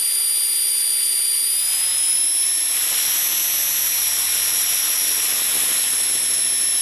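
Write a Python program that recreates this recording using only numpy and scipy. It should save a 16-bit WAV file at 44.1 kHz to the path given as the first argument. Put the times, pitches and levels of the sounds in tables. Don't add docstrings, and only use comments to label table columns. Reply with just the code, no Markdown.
import sys
import numpy as np
from scipy import signal
from scipy.io import wavfile
from scipy.ndimage import uniform_filter1d

SR = 44100
rng = np.random.default_rng(int(sys.argv[2]) if len(sys.argv) > 2 else 0)


def materialize(psi):
    bounded = np.clip(np.atleast_2d(psi).T, -1, 1)
    quanta = np.round(bounded * 32767).astype(np.int16)
    wavfile.write(sys.argv[1], SR, quanta)


N = 300321
TIME = np.arange(N) / SR
PINION, MAIN_GEAR = 13, 150
LAY_RATIO, TAIL_RATIO = 25 / 32, .3673
BLADE_RATIO = 2 * PINION / MAIN_GEAR


def gain_of(db):
    return 10 ** (np.asarray(db) / 20)


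def unit_rms(x):
    return x / np.sqrt(np.mean(x ** 2) + 1e-20)


def curves(table):
    times, *values = np.transpose(table)
    return [np.interp(TIME, times, v) for v in values]


def wander(lo_hz, hi_hz):
    band = signal.butter(2, [lo_hz, hi_hz], "band", fs=SR / 50, output="sos")
    coarse = signal.sosfiltfilt(band, rng.standard_normal(N // 50 + 802))[400:-400]
    return np.interp(np.arange(N) / 50, np.arange(len(coarse)), unit_rms(coarse))


def tone(cycles, db, waver, start=None):
    start = rng.random() if start is None else start
    strength = np.sqrt(2) * gain_of(db) * (1 + waver * wander(1.46, 55))
    return strength * np.cos(2 * np.pi * (cycles + start))


def turbulence(spectrum, patchy_db, gusty_db, band_hz):
    steps, hz = N // 128 + 5, np.fft.rfftfreq(512, 1 / SR)
    real, imag, patches = rng.standard_normal((3, steps, 257)).transpose(0, 2, 1)
    patches = unit_rms(uniform_filter1d(uniform_filter1d(patches, size=6, axis=0), size=14, axis=1))
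    gusts = unit_rms(uniform_filter1d(rng.standard_normal(steps), size=5))
    f, db = np.transpose(spectrum)
    colour_db = np.interp(np.log(hz + 1), np.log(f), db, left=-60, right=-60)
    bins = (real + 1j * imag) * gain_of(colour_db[:, None] + patchy_db * patches + gusty_db * gusts)
    in_band = (hz > band_hz[0]) & (hz < band_hz[1])
    share = np.sum(abs(bins[in_band]) ** 2) / np.sum(abs(bins) ** 2)
    return unit_rms(signal.istft(bins, nperseg=512, noverlap=384)[1][:N]) / np.sqrt(share)


# t/s, f/Hz
SHAFT_SPEED = [(0.0, 367.79), (0.56, 368.18), (1.16, 366.18), (1.3, 366.54), (1.39, 366.68), (1.49, 369.28),
               (1.72, 383.6), (2.18, 404.77), (2.28, 407.74), (2.51, 418.22), (2.97, 431.58),
               (3.11, 438.36), (3.25, 442.73), (3.34, 443.95), (3.53, 441.63), (3.76, 442.92),
               (4.23, 431.84), (4.78, 435.45), (5.15, 433.7), (5.48, 427.72), (5.94, 422.88), (6.8, 417.05)]
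# t/s, rms angle/deg
SHAFT_HUNTING = [(0, .62), (1.3, .8), (1.5, 2.4), (2, .85), (2.6, .8), (3, 2.6), (3.5, .54), (4, 1.2),
                 (4.25, 2.8), (4.4, 5), (4.6, 2.6), (4.9, 1.8), (5.27, 3.3), (5.6, 1.2), (6.81, .5)]

def shaft_turns():
    hunting = curves(SHAFT_HUNTING)[0] / 360 * wander(6, 35)
    return np.cumsum(curves(SHAFT_SPEED)[0]) / SR + hunting


def shaft_speed(turns):
    return uniform_filter1d(np.gradient(turns), size=4000, mode="nearest") * SR


def faint_level(slow_db, fast_db, speed):
    return slow_db + np.clip((speed - 370) / 45, 0, 1) * (fast_db - slow_db)


# f/Hz, gain/dB
FRAME_PATH_LOW = [(280, -3), (300, 0), (318, 13), (331, -1), (338, -6), (346, 5), (366, 4.5), (390, -9),
                  (435, 0), (590, 0), (635, 5), (670, -2), (695, 3), (735, -3), (775, 8), (830, -4),
                  (975, 4), (1035, -6), (1590, -7), (1750, -4), (1820, 11), (1870, 3.5), (1930, 0)]
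FRAME_PATH_HIGH = [(4400, 2), (5050, -1.5), (5250, -1), (5460, -2.5), (5550, -7), (5640, 0), (5800, -3),
                   (6100, 7.5), (6500, 0), (8800, -2), (9600, -1.5), (10000, -0.5), (10250, -1), (10450, 5),
                   (10650, 4), (10900, 1.7), (11100, -0.5), (11250, -6), (11400, 2.5), (11850, 2.5),
                   (12050, -10), (12230, 2), (12420, 5), (12600, 0), (13200, -3)]

def through_frame(levels, hz, speed, slow_hz=368, fast_hz=438):
    f, db = np.transpose(FRAME_PATH_LOW + FRAME_PATH_HIGH)
    slow_db, fast_db = levels
    source_db = slow_db + (fast_db - slow_db) * (speed - slow_hz) / (fast_hz - slow_hz)
    return source_db + np.interp(hz, f, db)


def mount_rocking(speed, resonance_hz=435, width_hz=7.9, lift_db=13):
    return lift_db * np.exp(-((speed - resonance_hz) / width_hz) ** 2)


# t/s, level/dB
ROTOR_LOAD = [(0, 1), (1.55, 1), (1.76, 4.5), (2, 3.5), (2.3, 1), (2.6, 3), (2.8, 6.5), (3, 7.5),
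              (3.3, 6.5), (3.8, 5.5), (4.4, 7), (4.7, 6.5), (5.2, 6.5), (5.65, 7.5), (5.9, 6), (6.2, 4.5),
              (6.81, 3)]

def rotor_load():
    return curves(ROTOR_LOAD)[0]


# t/s, level/dB
MIC_GUSTS = [(2.58, -51), (2.65, -50), (2.74, -51), (2.925, -43), (3.08, -45), (3.19, -46), (3.33, -40),
             (4.85, -48), (5.07, -48)]

def gust_thumps(half_width_s=0.018, band_hz=(70, 700)):
    band = signal.butter(1, band_hz, "band", fs=SR, output="sos")
    rumble = unit_rms(signal.sosfilt(band, rng.standard_normal(N)))
    return rumble * sum(gain_of(db) * np.exp(-((TIME - t) / half_width_s) ** 2) for t, db in MIC_GUSTS)


# slow level/dB, fast level/dB
UNBALANCE_HUMS = [(-68, -63), (-59, -61.5), (-64, -59.5), (-62, -65), (-67, -57), (-64.5, -55)]

def unbalance(turns, speed):
    orders = LAY_RATIO, 1, 2 * LAY_RATIO, 2, 3 * LAY_RATIO, 2 + 3 * LAY_RATIO
    return sum(tone(k * turns, through_frame(row, k * speed, speed), waver=0.22)
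               for k, row in zip(orders, UNBALANCE_HUMS))


# harmonic, slow level/dB, fast level/dB
TAIL_HARMONICS = [(2, -70, -59), (11, -66, -56), (15, -62, -48), (18, -56, -52), (21, -54, -51),
                  (22, -48, -45), (23, -48, -50), (25, -49, -49), (26, -45, -48), (27, -53, -53),
                  (50, -60, -48)]

def tail_rotor(turns, speed):
    return sum(tone(k * TAIL_RATIO * turns, faint_level(slow_db, fast_db, speed), waver=0.24)
               for k, slow_db, fast_db in TAIL_HARMONICS)


# t/s, level/dB of hum harmonics 1, 2 and 3, slap level/dB
BLADE_LEVELS = [(0, -69, -65, -72, -63), (0.6, -68, -72, -71, -63), (1.9, -63, -77, -71, -63),
                (2.1, -70, -74, -69, -62), (2.8, -76, -72, -68, -58), (3.25, -66, -68, -66, -55),
                (3.45, -59, -59, -64, -58), (4.4, -54.5, -60, -68, -62), (4.75, -59, -62, -68, -59),
                (4.87, -66, -70, -67, -55), (5.05, -60, -68, -64, -52), (5.55, -58, -58, -54.5, -46),
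                (5.85, -63, -64, -57, -50.5), (6.1, -60, -59, -58, -48.5), (6.5, -60, -58.5, -58, -51.5),
                (6.81, -62, -66, -59, -54)]

def blade_hum(turns):
    return sum(tone(k * BLADE_RATIO * turns, db, waver=0.22, start=.5 - .12 * k)
               for k, db in zip((1, 2, 3), curves(BLADE_LEVELS)))


def blade_slap(turns, puff_gain=0.7, surge_hz=13.3, surge_depth=0.4, crest_s=6.01):
    passes = BLADE_RATIO * turns + .38
    size = gain_of(1.3 * rng.standard_normal(700))[np.clip(passes, 0, None).astype(int)]
    from_centre = passes % 1 - .5
    pulse = -np.exp(-(from_centre / 0.034) ** 2) * size
    pulse = signal.sosfiltfilt(signal.butter(4, 255, "high", fs=SR, output="sos"), pulse)
    puff = np.exp(-(from_centre / .1) ** 2) * size * rng.standard_normal(N)
    puff = signal.sosfiltfilt(signal.butter(2, [200, 900], "band", fs=SR, output="sos"), puff)
    surge = 1 + surge_depth * np.cos(2 * np.pi * surge_hz * (TIME - crest_s))
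    return gain_of(curves(BLADE_LEVELS)[-1]) * surge * (puff_gain * unit_rms(puff) + unit_rms(pulse))


# f/Hz, relative level/dB
ROAR_SPECTRUM = [(700, -23.5), (1500, -28.5), (1800, -3), (2600, -0.5), (3400, 1.5), (4000, 1),
                 (4650, -6.5), (5100, -14), (6000, -13)]
BUFFET_SPECTRUM = [(25, -24), (100, -7.5), (200, -8.5), (400, -4), (900, 2), (1500, 4.5), (2200, 2),
                   (4000, -57)]
HISS_SPECTRUM = [(4300, -29), (5200, 1), (5900, -4), (6600, -1), (7200, -1), (7800, 1), (8600, -4),
                 (9500, 1), (10800, 3), (11800, 1), (12500, -10), (13500, -15.5), (15000, -16.5),
                 (16000, -21)]
# in-band level/dB in a calm hover, rise/dB per dB of load
DOWNWASH_LEVELS = [(-39.5, 1.27), (-53.5, 1.6971), (-44.5, 1.1354)]

def downwash(turns):
    roar_gain, buffet_gain, hiss_gain = (gain_of(db + rise * rotor_load()) for db, rise in DOWNWASH_LEVELS)
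    blade, tail, lay = (2 * np.pi * k * turns for k in (BLADE_RATIO, TAIL_RATIO, LAY_RATIO))
    swell = gain_of(0.5 * wander(1.3, 38))
    roar = roar_gain * turbulence(ROAR_SPECTRUM, patchy_db=0.92, gusty_db=0.15, band_hz=(1900, 4200))
    roar *= 1 + 0.061 * np.cos(blade) + 0.049 * np.cos(tail) + 0.015 * np.cos(2 * tail)
    buffet = buffet_gain * turbulence(BUFFET_SPECTRUM, patchy_db=1.2, gusty_db=0, band_hz=(450, 1400))
    buffet *= 1 + 0.19 * np.cos(blade - .9)
    hiss = hiss_gain * turbulence(HISS_SPECTRUM, patchy_db=1.04, gusty_db=-1.6, band_hz=(6500, 7500))
    hiss *= 1 + 0.041 * np.cos(lay)
    return swell * (roar + buffet + hiss)


# slow level/dB, fast level/dB
MOTOR_TONES = [(-42.5, -41.5), (-42.5, -37), (-41, -40), (-31, -49), (-40, -47.5), (-54, -41)]
# on the chop tone (0 or 1), motor order, lay shaft order, slow level/dB, fast level/dB
MOTOR_PARTIALS = [(0, 5, 0, -59, -52), (0, 6, 0, -52, -52), (0, 13, -2, -62, -54), (0, 14, 0, -49, -45),
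                  (0, 13, 2, -57, -51), (0, 14, 1, -62, -50), (0, 13, 3, -65, -47), (0, 18, 0, -61, -47),
                  (0, 26, -4, -56, -46), (0, 23, 0, -50, -45), (0, 25, -1, -52, -43), (0, 27, 1, -52, -50),
                  (0, 28, 0, -55, -50), (0, 26, 3, -47, -53), (0, 26, 4, -46, -56), (1, 13, 0, -58, -62),
                  (0, 31, 0, -61, -54), (0, 39, 0, -62, -52), (1, 8, 0, -48, -39), (1, 10, 0, -42, -50)]

def motor_whine(turns, speed, chop_hz=7813.3):
    pole_orders = 0, 6, 9, 12
    chop_db = [through_frame(row, chop_hz + k * speed, speed) for k, row in zip(pole_orders, MOTOR_TONES)]
    chop_db[0] += 0.89 * rotor_load()
    whine = sum(tone(chop_hz * TIME + k * turns, db, waver=0.047) for k, db in zip(pole_orders, chop_db))
    commutation_db = through_frame(MOTOR_TONES[-2], 24 * speed, speed) + mount_rocking(speed)
    whine += tone(24 * turns, commutation_db, waver=.12)
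    whine += tone(30 * turns, through_frame(MOTOR_TONES[-1], 30 * speed, speed), waver=.12)
    for on_chop, motor_order, lay_order, slow_db, fast_db in MOTOR_PARTIALS:
        cycles = on_chop * chop_hz * TIME + (motor_order + lay_order * LAY_RATIO) * turns
        whine += tone(cycles, faint_level(slow_db, fast_db, speed), waver=0.17)
    return whine


MESH_THROB = [(1, .12, -.04), (2, .12, .12)]
# slow level/dB, fast level/dB
MESH_TONES = [(-55, -49.5), (-52.5, -36.5), (-30, -29.5), (-56.5, -41.5), (-30.5, -53), (-26, -29),
              (-22, -27.5), (-29, -31.5), (-37, -51), (-30.5, -88)]

def gear_whine(turns, speed):
    rotor = 2 * np.pi * turns * PINION / MAIN_GEAR
    throb = 1 + sum(depth * np.cos(k * rotor + k) for k, depth, _ in MESH_THROB)
    throb += 0.17 * wander(60, 430)
    twist = sum(rad * np.sin(k * rotor) for k, _, rad in MESH_THROB) / (2 * np.pi * PINION)
    mesh, overtone, lay = PINION, 2 * PINION, LAY_RATIO
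    orders = [mesh - 1, mesh - lay, mesh, mesh + lay,
              overtone - 1, overtone - lay, overtone, overtone + lay, overtone + 1, overtone - BLADE_RATIO]
    rocked = mesh - 1, overtone - 1, overtone + 1
    levels = [through_frame(row, k * speed, speed) + (k in rocked) * mount_rocking(speed)
              for k, row in zip(orders, MESH_TONES)]
    orders += [overtone - 2 * lay, overtone + 2 * lay]
    levels += [2 * levels[5] + offset_db for offset_db in (7, 6)]
    starts = .22, .22, 0, .22, .22, .22, 0, .22, .22, 0, 0, 0
    return throb * sum(tone(k * (turns + twist), db, waver=0.096, start=start)
                       for k, db, start in zip(orders, levels, starts))


def scene():
    turns = shaft_turns()
    speed = shaft_speed(turns)
    mono = gear_whine(turns, speed) + motor_whine(turns, speed) + tail_rotor(turns, speed)
    mono += blade_hum(turns) + unbalance(turns, speed) + blade_slap(turns)
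    mono += downwash(turns) + gust_thumps()
    return np.array([mono, mono])


def record(dry):
    lowpass = signal.firwin(1023, 15640, window=("kaiser", 9), fs=SR)
    return signal.oaconvolve(dry, lowpass[None], "same")


dry = scene()
out = record(dry)
materialize(out)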